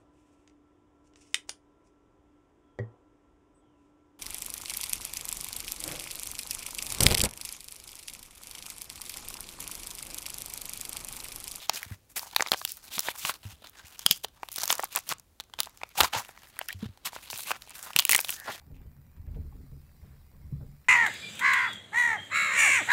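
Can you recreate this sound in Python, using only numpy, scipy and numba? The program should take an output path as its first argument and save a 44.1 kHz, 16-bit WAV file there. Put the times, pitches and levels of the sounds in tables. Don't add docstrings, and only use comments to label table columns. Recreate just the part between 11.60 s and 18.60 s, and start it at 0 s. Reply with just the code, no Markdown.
import sys
import numpy as np
from scipy import signal
from scipy.fft import rfft, irfft
from scipy.io import wavfile
from scipy.ndimage import uniform_filter1d
from numba import njit

SR = 44100
rng = np.random.default_rng(int(sys.argv[2]) if len(sys.argv) > 2 else 0)


def voltage_ratio(level):
    return 10 ** (np.asarray(level, float) / 20)


def wrap_up_sound(samples):
    columns = np.atleast_2d(samples).T
    tamed = np.clip(columns, -1, 1)
    steps = np.round(tamed * 32767).astype(np.int16)
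    wavfile.write(sys.argv[1], SR, steps)


N = 308700


def band(x, lo_hz, hi_hz):
    y = signal.sosfilt(signal.butter(2, [lo_hz, min(hi_hz, .49 * SR)], "band", fs=SR, output="sos"), x)
    return y / np.sqrt(np.mean(y ** 2))


def noise(lo_hz, hi_hz):
    return band(rng.standard_normal(N), lo_hz, hi_hz)


def clicks(s, size):
    return np.bincount(np.clip((s * SR).astype(int), 0, N - 1), size, N)


@njit
def rings(start, hz, t60, size, rise):
    y = np.zeros(N)
    for k in range(len(start)):
        turn = np.exp(2j * np.pi * hz[k] / SR - np.log(1000) / (t60[k] * SR))
        z = size[k] + 0j
        for i in range(min(int(t60[k] * SR), N - start[k])):
            y[start[k] + i] += z.imag * min(1., (i + 1) / (rise[k] * SR)) ** 2
            z *= turn
    return y


def strike(s, hz, t60, db, rise):
    start = (np.asarray(s) * SR).astype(np.int64)
    return rings(start, 1. * hz, t60 + 0. 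* hz, voltage_ratio(db) + 0. * hz, rise + 0. * hz)


def fade(x, t60):
    return signal.lfilter([1], [1, -np.exp(-np.log(1000) / (t60 * SR))], x)


def walk(rate):
    k = int(SR / rate)
    held = np.repeat(rng.standard_normal(N // k + 1), k)[:N]
    return uniform_filter1d(uniform_filter1d(held, k), k // 2) * np.sqrt(2)


@njit
def svf(x, hz, damp):
    y, b, l = np.empty(len(x)), 0., 0.
    for i in range(len(x)):
        g = np.tan(np.pi * hz[i] / SR)
        v = (b + g * (x[i] - l)) / (1 + g * (g + damp))
        b, l, y[i] = 2 * v - b, l + 2 * g * v, damp * v
    return y


# (frequency [Hz], level [dB per Hz])
ROOM_COLOUR = [(18, -47), (30, 6), (93, -2.5), (135, -16.5), (270, -11), (1670, -25.5), (6900, -28),
               (16000, -28.5)]


def hush():
    hz, db = np.transpose(ROOM_COLOUR)
    f = np.maximum(np.arange(N // 2 + 1) * SR / N, 1)
    colour = voltage_ratio(np.interp(np.log(f), np.log(hz), db))
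    air = irfft(rfft(rng.standard_normal(N)) * colour, N)
    rumble = noise(45, 160) * voltage_ratio(-70.5 + 2.2 * walk(4.4))
    return air * voltage_ratio(-65) / np.std(air) + rumble


# (time [s], level [dB],
# brightness, fibres over panel [dB], ringing facet [Hz])
PAPER_GRIPS = [(0.0, -47, 3.5, 3450), (0.065, -55, -2, 3430), (0.094, -50, -8, 1770),
               (0.131, -43.5, 6, 1600), (0.193, -49.5, 1, 1660), (0.26, -52, -4, 2000),
               (0.355, -72, 3, 2260), (0.489, -60.5, 8, 2320), (0.53, -73, 15, 2300),
               (0.558, -30.5, 9.5, 2320), (0.585, -48, 6, 940), (0.652, -55.5, 2, 905),
               (0.727, -43.5, -6, 890), (0.74, -60, 3, 900), (0.757, -47.5, 4, 3830),
               (0.963, -48, 14.5, 5040), (1.075, -46.5, 19, 4900), (1.125, -53.5, 17, 5040),
               (1.16, -55.5, 4, 4300), (1.277, -48.5, 2, 4020), (1.311, -42.5, 3, 3330),
               (1.329, -37, 12, 3900), (1.367, -44, 7, 3630), (1.43, -39, 2, 3320), (1.495, -45, 8, 3300),
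               (1.519, -55, 7, 980), (1.54, -49, 6, 990), (1.573, -40, 13, 1200), (1.649, -34, 7.5, 1060),
               (1.712, -51, -2, 4140), (1.766, -65, 0, 5190), (1.834, -50.5, 0.5, 2750),
               (1.937, -62, -6, 3540), (2.039, -52.5, -8, 3550), (2.093, -63.5, -6, 3230),
               (2.15, -55, -2.5, 1640), (2.252, -52.5, 1, 2660), (2.35, -61, -2, 2640),
               (2.39, -51.5, 0.5, 3320), (2.452, -44.5, 4, 3170), (2.508, -37, 19.5, 3200),
             (2.527, -48.5, 12, 3060), (2.579, -64, 10, 3100), (2.634, -36, 11, 3460),
             (2.654, -77, -17, 1050), (2.735, -62.5, -6, 950), (2.821, -60, 4, 2700),
             (2.917, -49.5, 14, 1300), (2.959, -43.5, 4, 5600), (3.09, -29.5, 3, 1430),
             (3.128, -45, 0, 5600), (3.258, -60, 0, 3400), (3.312, -48.5, 8, 2560), (3.352, -43, -6, 1230),
             (3.384, -56, 18, 2590), (3.412, -62.5, 9, 1170), (3.47, -49, 5, 3120), (3.491, -36, 3, 3080),
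             (3.511, -30, -1.5, 955), (3.531, -76, -4, 1526), (3.608, -91, -7, 5750), (3.802, -50, 1, 3650),
             (3.814, -78, -18, 3670), (3.931, -64, -9, 3380), (3.987, -35.5, -5, 3520),
             (4.014, -57.5, 9, 3360), (4.072, -63, -6, 1050), (4.21, -55, -9, 1090),
             (4.233, -65, -18, 2240), (4.258, -61.5, -2, 2140),
               (4.352, -45, -2, 910), (4.374, -27.5, 2, 830), (4.416, -33, -9, 890),
              (4.437, -27, -2.5, 1010), (4.459, -43, 4, 1040), (4.485, -60, -1, 2130),
              (4.528, -32.5, -6, 855), (4.572, -35.5, 3, 890), (4.599, -40.5, -4, 890),
              (4.625, -52.5, -4, 2000), (4.661, -57.5, -2, 1900), (4.989, -55, -13, 1940),
              (5.02, -53, 1, 1910), (5.085, -46, 1, 3100), (5.132, -54, -7, 3400), (5.16, -59, -2, 2000),
              (5.199, -52.5, -12.5, 3540), (5.267, -68, -12, 4040), (5.448, -40.5, 2, 1060),
              (5.495, -61, 0, 980), (5.52, -46, 2.5, 980), (5.559, -48.5, -6, 2620), (5.591, -58, -1, 990),
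              (5.625, -50, 0, 2600), (5.66, -53, -2, 990), (5.699, -46, 14, 4230), (5.734, -39, 5.5, 2520),
              (5.769, -47, 7, 4140), (5.847, -51.5, -6, 2000), (5.866, -38, 7.5, 2520),
              (5.92, -49, -11, 2540), (5.964, -58.5, 2, 990), (6.014, -55, 0, 4200), (6.065, -53, 3, 2540),
              (6.144, -46, 4, 1560), (6.211, -45.5, 3, 1510), (6.261, -47.5, -4.5, 1160),
              (6.31, -51, 4, 2000), (6.36, -39, 4, 2970), (6.409, -46.5, 6, 2830), (6.492, -38.5, 2, 4300),
              (6.559, -42, 6, 1630), (6.613, -49, 7, 1810), (6.686, -39.5, 8, 1550), (6.745, -48, 5, 1800),
              (6.81, -52, -2, 1740), (6.845, -44.5, -11, 1770), (6.875, -41, -17, 840),
              (6.913, -40, -8, 3700), (6.955, -52.5, -7, 1870)]


def grips():
    s, db, bright_db, hz = np.transpose(PAPER_GRIPS)
    return s, db, db - 4 - bright_db / 2, db - 2 + bright_db / 2, hz


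def let_go(db):
    release_s = 0.0077
    gain = voltage_ratio(db)
    return np.maximum(gain, fade(gain, release_s) * np.log(1000) / (release_s * SR))


def friction(sheet_db, panel_db, fibre_db, now, since, grainy):
    slips_per_s, spread_db = 500, 1
    chance = rng.random((int(slips_per_s * N / SR), 7)).T
    slip_s = chance[0] * N / SR
    size_db = np.minimum(-spread_db * np.log(1 - chance[1]), 13.0)
    bite_db = 1.5 * (np.exp(-since / 0.018) - .3)
    hand_db = 1.89 * walk(60)
    # (grip level [dB], low [Hz], high [Hz], slip t60 [s], trim [dB])
    parts = (
        (sheet_db, 2000, 4900, 0.013, -5.5),
        (panel_db, 520, 2110, 0.015, -3.0),
        (fibre_db, 6500, 16000, 0.0086, -2.5),
        (panel_db, 68.6, 510, 0.03, -16.0),
        ((sheet_db + fibre_db) / 2, 4300, 7950, 0.01, -5.5),
    )
    out = 0
    for (db, lo_hz, hi_hz, t60, trim_db), tint in zip(parts, chance[2:]):
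        slips = fade(clicks(slip_s, voltage_ratio(size_db + 2.4 * (tint - .5))), t60)
        gate = 1 - grainy + grainy * slips / np.sqrt(np.mean(slips ** 2))
        grains = band(gate * noise(lo_hz, hi_hz), lo_hz, hi_hz)
        held_db = uniform_filter1d(db[now] + bite_db, int(0.012 * SR))
        out = out + grains * let_go(held_db) * voltage_ratio(trim_db + hand_db + 2.4 * walk(30))
    return out


def loose_ticks(sheet_db, panel_db, fibre_db, now, grainy):
    when, pitch, size = rng.random((560, 3)).T
    at = (when * N).astype(int)
    grip = now[at]
    hz = 700 * 18.0 ** pitch
    region = (hz > 2000) * 1 + (hz > 7000)
    around_db = np.choose(region, [panel_db[grip], sheet_db[grip], fibre_db[grip]])
    db = around_db + 6.0 + 6.0 * grainy[at] * size ** 2
    s = when * N / SR
    overtone = strike(s, np.minimum(2.0 * hz, 15000), 0.0027, db + 2.0, .0001)
    return strike(s, hz, 4.1 / hz + 0.00058, db + 5.0, 0.66 / hz) + overtone


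def facet_ring(x, facet_hz, bright_db, now, since):
    hz = uniform_filter1d(facet_hz[now], 800) * 0.994 ** walk(22)
    rest = 0.61
    free = rest + (1 - rest) * np.exp(-since / 0.081)
    free = free * voltage_ratio(-0.17 * bright_db[now].clip(-10, 8))
    small_facet = np.minimum(2300 / hz, 1)
    return uniform_filter1d(free, size=200) * svf(x, hz, 0.18) * small_facet


def rustle():
    s, sheet_db, panel_db, fibre_db, facet_hz = grips()
    t = np.arange(N) / SR
    now = (np.searchsorted(s, t, "right") - 1).clip(0)
    since = t - s[now]
    grainy = np.clip((-31 - sheet_db[now]) / 29.0, .3, .7)
    rub = friction(sheet_db, panel_db, fibre_db, now, since, grainy)
    loose = loose_ticks(sheet_db, panel_db, fibre_db, now, grainy)
    paper = rub + loose + 1.358 * snaps() + small_creases()
    ring = facet_ring(rub + loose + 0.53 * paper, facet_hz, fibre_db - panel_db, now, since)
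    return 0.7 * paper + 0.71 * ring


# (time [s], level [dB], facet [Hz],
# brightness, fibre crack over panel pop [dB])
CREASE_SNAPS = [(0.0954, -8, 5160, -1), (0.1587, -22.5, 4930, 13), (0.2299, -24.5, 2150, 13.5),
                (0.5938, -20.5, 5000, 15), (0.748, -31.5, 3880, 8), (0.763, -5.5, 3570, 6),
                (0.7962, -16, 2000, -23), (0.799, -28.5, 1970, -26), (0.8063, -11, 1990, -13.5),
                (0.823, -11, 7000, -12), (0.862, -25.5, 2240, -13), (0.872, -24.5, 4940, -3),
                (0.9179, -6, 3930, 2), (0.9315, -17, 1910, -11), (0.9367, -15, 3160, -4),
                (0.9432, -16, 2000, -25), (1.015, -22, 4400, -27), (1.0505, -9, 3170, 21.5),
                (1.1194, -18, 5600, 44), (1.1704, -29, 6200, 34), (1.3812, -19, 3060, -16),
                (1.393, -9, 5800, 16.5), (1.405, -14, 4530, 27), (1.485, -12, 1880, -21),
                (1.6505, -14.5, 2790, -6), (1.695, -13, 3100, -22), (2.096, -32, 4910, 39),
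                (2.3928, -18.5, 6100, 19.5), (2.463, -1, 4340, 15.5), (2.463, -9, 5110, 20.5),
                   (2.511, -0.5, 3150, 24.5), (2.6457, -21, 3620, -8), (2.8315, -17, 1980, -39),
                   (2.887, -28.5, 3730, 5), (2.9168, -26.5, 6630, 19.5), (2.9206, -26, 7320, 36),
                   (2.928, -24, 7400, 30), (2.9425, -29, 7300, 27.5), (2.9603, -16, 3880, 23),
                   (2.9816, -22.5, 5170, -2.5), (2.985, -16, 3920, 21), (3.018, -19, 4800, 16),
                   (3.034, -15, 6200, 8), (3.039, -14.5, 4600, 19.5), (3.056, -16.5, 5240, 24),
                   (3.078, -15, 6800, 12.5), (3.1035, -8.5, 3420, -8), (3.1263, -7.5, 7050, 8),
                   (3.1536, -22, 5800, 23.5), (3.1817, -20.5, 6500, 20), (3.1943, -13.5, 1930, -34),
                   (3.201, -23.5, 5900, 29.5), (3.2352, -17, 3370, -29), (3.242, -14.5, 2580, 35.5),
                (3.3511, -21.5, 6900, 3), (3.3603, -7, 2760, 30), (3.37, -22, 2730, -10),
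                    (3.374, -20, 5500, -4), (3.491, -14, 5430, 24), (3.5227, -19.5, 2960, -8),
                    (3.5975, -34, 7320, 17), (3.8, -25, 3620, 3), (3.9372, -31.5, 3320, -8),
                    (3.9887, -24, 3360, -5), (4.0034, -6, 3500, 20), (4.0324, -22.5, 3530, 21),
                    (4.071, -27.5, 2420, -41), (4.1738, -36.5, 7000, 16), (4.215, -31, 1980, -19.5),
                    (4.2334, -20.5, 2240, -15), (4.405, -2, 3300, -4.5), (4.4077, -2.5, 3400, 32),
                    (4.41, -6, 3530, -4.5), (4.4332, -11, 6600, -3.5), (4.535, -22.5, 2700, -5.5),
                    (4.691, -32, 2000, -29.5),
                (4.775, -37.5, 2200, -17), (4.9667, -40, 1970, -8), (4.9906, -14.5, 1900, 24),
              (5.0133, -21.5, 2720, -19), (5.086, -21.5, 4840, 21), (5.105, -41, 3100, 18),
              (5.1276, -24, 2700, 19), (5.5627, -21.5, 7060, -31), (5.7016, -25, 4200, 7),
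              (5.712, -25, 4400, 30), (5.7299, -25, 2390, -19), (5.7771, -21, 7320, 38),
              (5.7863, -23, 6120, 36), (5.792, -28.5, 2000, -40), (5.907, -13.5, 2500, -27),
              (5.9151, -8.5, 2530, -24.5), (6.106, -33, 7400, 7), (6.3045, -27, 2000, -37),
                (6.363, -4, 2810, 18), (6.3894, 1, 4300, 19.5), (6.3947, -5, 3360, 14.5),
              (6.402, -7, 3530, 46), (6.4515, -3, 2570, 28.5), (6.4938, 0.5, 2600, 23.5),
              (6.499, -10, 2840, 22), (6.509, -7.5, 2500, 31), (6.5138, 1.5, 2580, 35),
              (6.522, 0.5, 2560, 31), (6.529, -21, 2150, 20), (6.5314, -5, 2100, 14.5),
              (6.548, 1, 2840, 21), (6.5525, -7, 1940, 17), (6.5621, 1.5, 2600, 44),
              (6.5796, -13.5, 3620, 24), (6.59, -14.5, 2000, -6), (6.604, -13.5, 7060, 42),
              (6.6115, -18, 4050, 37), (6.6241, -36, 6630, 33), (6.6464, -20, 4040, 13),
              (6.651, -24, 3020, 23), (6.685, -16.5, 2860, 30), (6.6928, -15, 2600, 13),
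              (6.705, -13.5, 7000, 36), (6.8, -27, 4390, 24)]


def creases():
    every_snap = CREASE_SNAPS
    s, db, hz, bright_db = np.transpose(every_snap)
    loss = np.where(bright_db > 0, 0.83, 0.72)
    facet_db = db + 4 - loss * (np.abs(bright_db) - 12).clip(0)
    pop_db = db + 1.06 - 10 * np.log10(1.5 + 10 ** (bright_db / 10))
    return s, facet_db, hz, pop_db, pop_db + bright_db


def snaps():
    s, db, hz, pop_db, crack_db = creases()
    chance = rng.standard_normal((len(s), 4)).T
    facet = strike(s, hz, 8.13 / hz, db + 6.5, 1.14 / hz)
    second_s = s + 0.00078 * 1.4 ** chance[3]
    second = strike(second_s, hz * 1.202 ** chance[1], 8.2 / hz, db + 2.0, 1 / hz)
    near_hz = hz * 1.5 ** chance[0].clip(-1, 1)
    near_db = db - 3.0 + 3.0 * chance[1].clip(-1, 1)
    neighbour = strike(s + .0001, near_hz, 9.0 / hz, near_db, .0005)
    pop_hz = 960 * 1.155 ** chance[2].clip(-2, 2)
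    panel = strike(s, pop_hz, 5.83 / pop_hz, pop_db + 4.0, 0.54 / pop_hz)
    crack = fade(fade(clicks(s, voltage_ratio(crack_db - 13.5)), 0.0005), 0.0031) * noise(6000, 18100)
    shiver = fade(clicks(s + 0.0016, voltage_ratio(db - 16.0)), 0.0082) * noise(2300, 6500)
    flutter = fade(clicks(s + 0.0015, voltage_ratio(pop_db - 12.5)), 0.014) * noise(650, 1700)
    fizz = fade(clicks(s + 0.0028, voltage_ratio(crack_db - 28.0)), 0.0073) * noise(7000, 14000)
    bass_cut = signal.butter(2, 320, "high", fs=SR, output="sos")
    sheet = signal.sosfilt(bass_cut, facet + second + neighbour + panel)
    return sheet + crack + shiver + flutter + fizz


# (time [s], level [dB], pitch [Hz], length [cycles until silent])
TABLE_THUDS = [(0.257, -41, 90.5, 5.3), (0.307, -32.5, 97.5, 8), (0.915, -24, 215, 3.5),
               (1.373, -34, 203, 5.4), (1.64, -43, 140, 7.4), (1.847, -39, 99, 14.3),
               (1.919, -43.5, 74, 5.9), (2.239, -42.5, 70, 3.3), (2.456, -26, 173, 3.5),
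               (2.503, -33, 166, 6.2), (2.643, -40, 442, 14), (4.403, -37.5, 71, 9.5),
               (4.554, -41.5, 108, 13), (5.141, -44.5, 93, 23), (5.224, -32, 210.6, 16.6),
               (5.252, -28.5, 106, 5.3), (5.285, -39, 93.5, 7), (5.731, -42.5, 124, 4.6),
               (6.355, -25, 142, 3.7), (6.884, -46, 113, 6.4)]


def thuds():
    s, db, hz, cycles = np.transpose(TABLE_THUDS)
    top = strike(s, hz, cycles / hz, db + 11.0, 1.2 / hz)
    return top + strike(s + .004, 2.1 * hz, 0.87 * cycles / hz, db - 6.0, 0.0014)


# (time [s], level [dB], pitch [Hz])
CREASE_TICKS = [(0.321, -29, 1680), (0.616, -31, 1010), (0.63, -22, 910), (0.66, -30, 872), (0.67, -28, 920),
                (0.712, -28, 3810), (0.729, -32, 3450), (0.885, -17.5, 3830), (1.076, -20.5, 4800),
                (1.104, -29, 4960), (1.74, -24.5, 4590), (1.831, -33.5, 2870), (2.021, -32.5, 590),
                (2.071, -26.5, 4280), (2.684, -35, 3600), (2.971, -26, 9000), (3, -18, 6000),
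                (3.007, -15, 6300), (3.014, -20, 6000), (3.227, -18, 8000), (3.327, -30, 12300),
                (3.363, -11.5, 1020), (3.379, -17, 864), (3.389, -16, 12800), (3.4, -30, 5800),
                (3.516, -18, 1560), (3.535, -21.5, 7840), (3.584, -36, 7620), (3.806, -20, 3600),
                (3.838, -35.5, 6070), (3.898, -39.5, 1150), (4.042, -29, 4320), (4.049, -30, 4270),
                (4.058, -25.5, 9240), (4.066, -31, 706), (4.095, -33, 12100), (4.291, -35, 13100),
                (4.355, -27, 890), (4.428, -15, 3200),
                (4.445, -4, 1070), (4.55, -11.5, 867), (4.586, -16.5, 2050), (4.649, -26.5, 2720),
              (4.871, -35, 1780), (5.374, -34, 870), (5.454, -21, 1080), (5.472, -16, 2420),
              (5.531, -23.5, 900), (5.588, -32, 1180), (5.742, -19, 5380), (5.759, -20.5, 2550),
              (5.806, -25, 9700), (5.823, -31, 6030), (5.835, -22, 10200), (6.021, -23, 4240),
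              (6.074, -29.5, 826), (6.095, -29, 9500), (6.228, -22, 8600), (6.263, -28, 1200),
              (6.333, -22, 2850), (6.4227, -13, 2900), (6.467, -21, 3200), (6.473, -30, 2800),
              (6.478, -22, 9000), (6.5395, -13, 2300), (6.725, -17, 3170), (6.859, -27, 730),
              (6.887, -29, 851), (6.893, -26, 676), (6.902, -25, 1890)]


def small_creases():
    s, db, hz = np.transpose(CREASE_TICKS)
    crack_db = db - 19.5 + 2.5 * np.log2(hz / 4000)
    crack = fade(fade(clicks(s, voltage_ratio(crack_db)), .0005), 0.0026) * noise(3000, 18000)
    tail = fade(clicks(s + 0.00051, voltage_ratio(db - 16.0)), 0.015) * noise(900, 7000)
    return strike(s, hz, 5.3 / hz + .0015, db + 1.0, 1.0 / hz) + crack + tail


# (time [s], level [dB])
SLIDER_CLICKS = [
    (2.463, 10),
    (2.51, 10.5),
    (2.5204, -18.5),
]
# (pitch [Hz], level [dB], t60 [s])
HANDLE_MODES = [
    (3360, 2.5, 0.012),
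    (3170, -27.5, 0.12),
    (4910, -1.5, 0.011),
]


def cutter():
    s, db = np.transpose(SLIDER_CLICKS)
    out = 0
    for hz, mode_db, t60 in HANDLE_MODES:
        out = out + strike(s, np.full(len(s), hz), t60, db - 16.0 + mode_db, 0.00076)
    return out


# (time [s], length [s], level, rms [dB], pitch [Hz])
FINGER_CREAKS = [(3.096, 0.01, -29, 6020), (3.108, 0.014, -28.5, 12300), (3.233, 0.0065, -24.5, 860),
                 (4.384, 0.027, -26, 860), (4.559, 0.012, -30, 875), (5.085, 0.015, -36, 1650),
                 (5.086, 0.0091, -36, 2750), (5.102, 0.012, -37, 1930), (6.519, .006, -24, 2520),
                 (6.766, .22, -51, 1800), (6.915, .045, -52, 3300)]


def creaks():
    out, rub = np.zeros(N), rng.standard_normal(N)
    for s, length, db, hz in FINGER_CREAKS:
        along = np.linspace(0, 1, int(length * SR))
        first = int(s * SR)
        span = slice(first, first + len(along))
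        bend_hz = hz * 1.17 ** (along - .5)
        damp = 0.11 * np.sqrt(hz / 1700)
        sung = svf(svf(rub[span], bend_hz, damp), bend_hz, 2 * damp)
        swell = np.sin(np.pi * along ** 0.45) ** .5
        out[span] += sung / np.std(sung) * voltage_ratio(db) * swell
    return out


def room_wash(near):
    t = np.arange(SR // 4) / SR
    decay = np.exp(-np.log(1000) * t / 0.21) * (t > .004)
    walls = band(rng.standard_normal(len(t)), 260, 5600) * decay
    return signal.fftconvolve(near, walls)[:N] * voltage_ratio(-55.0)


def scene():
    near = rustle() + cutter()
    return (near + room_wash(near) + thuds() + hush() + creaks())[None]


def band_limit(x):
    return signal.sosfilt(signal.butter(12, 16860, fs=SR, output="sos"), x)


def record(dry):
    no_bass = signal.sosfilt(signal.butter(2, 42, "high", fs=SR, output="sos"), dry)
    rounded = np.tanh(1.33 * no_bass) / 1.247
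    mix = signal.sosfilt(signal.ellip(8, .2, 30, 15800, fs=SR, output="sos"), rounded)
    return band_limit(mix)


dry = scene()
out = record(dry)
wrap_up_sound(out)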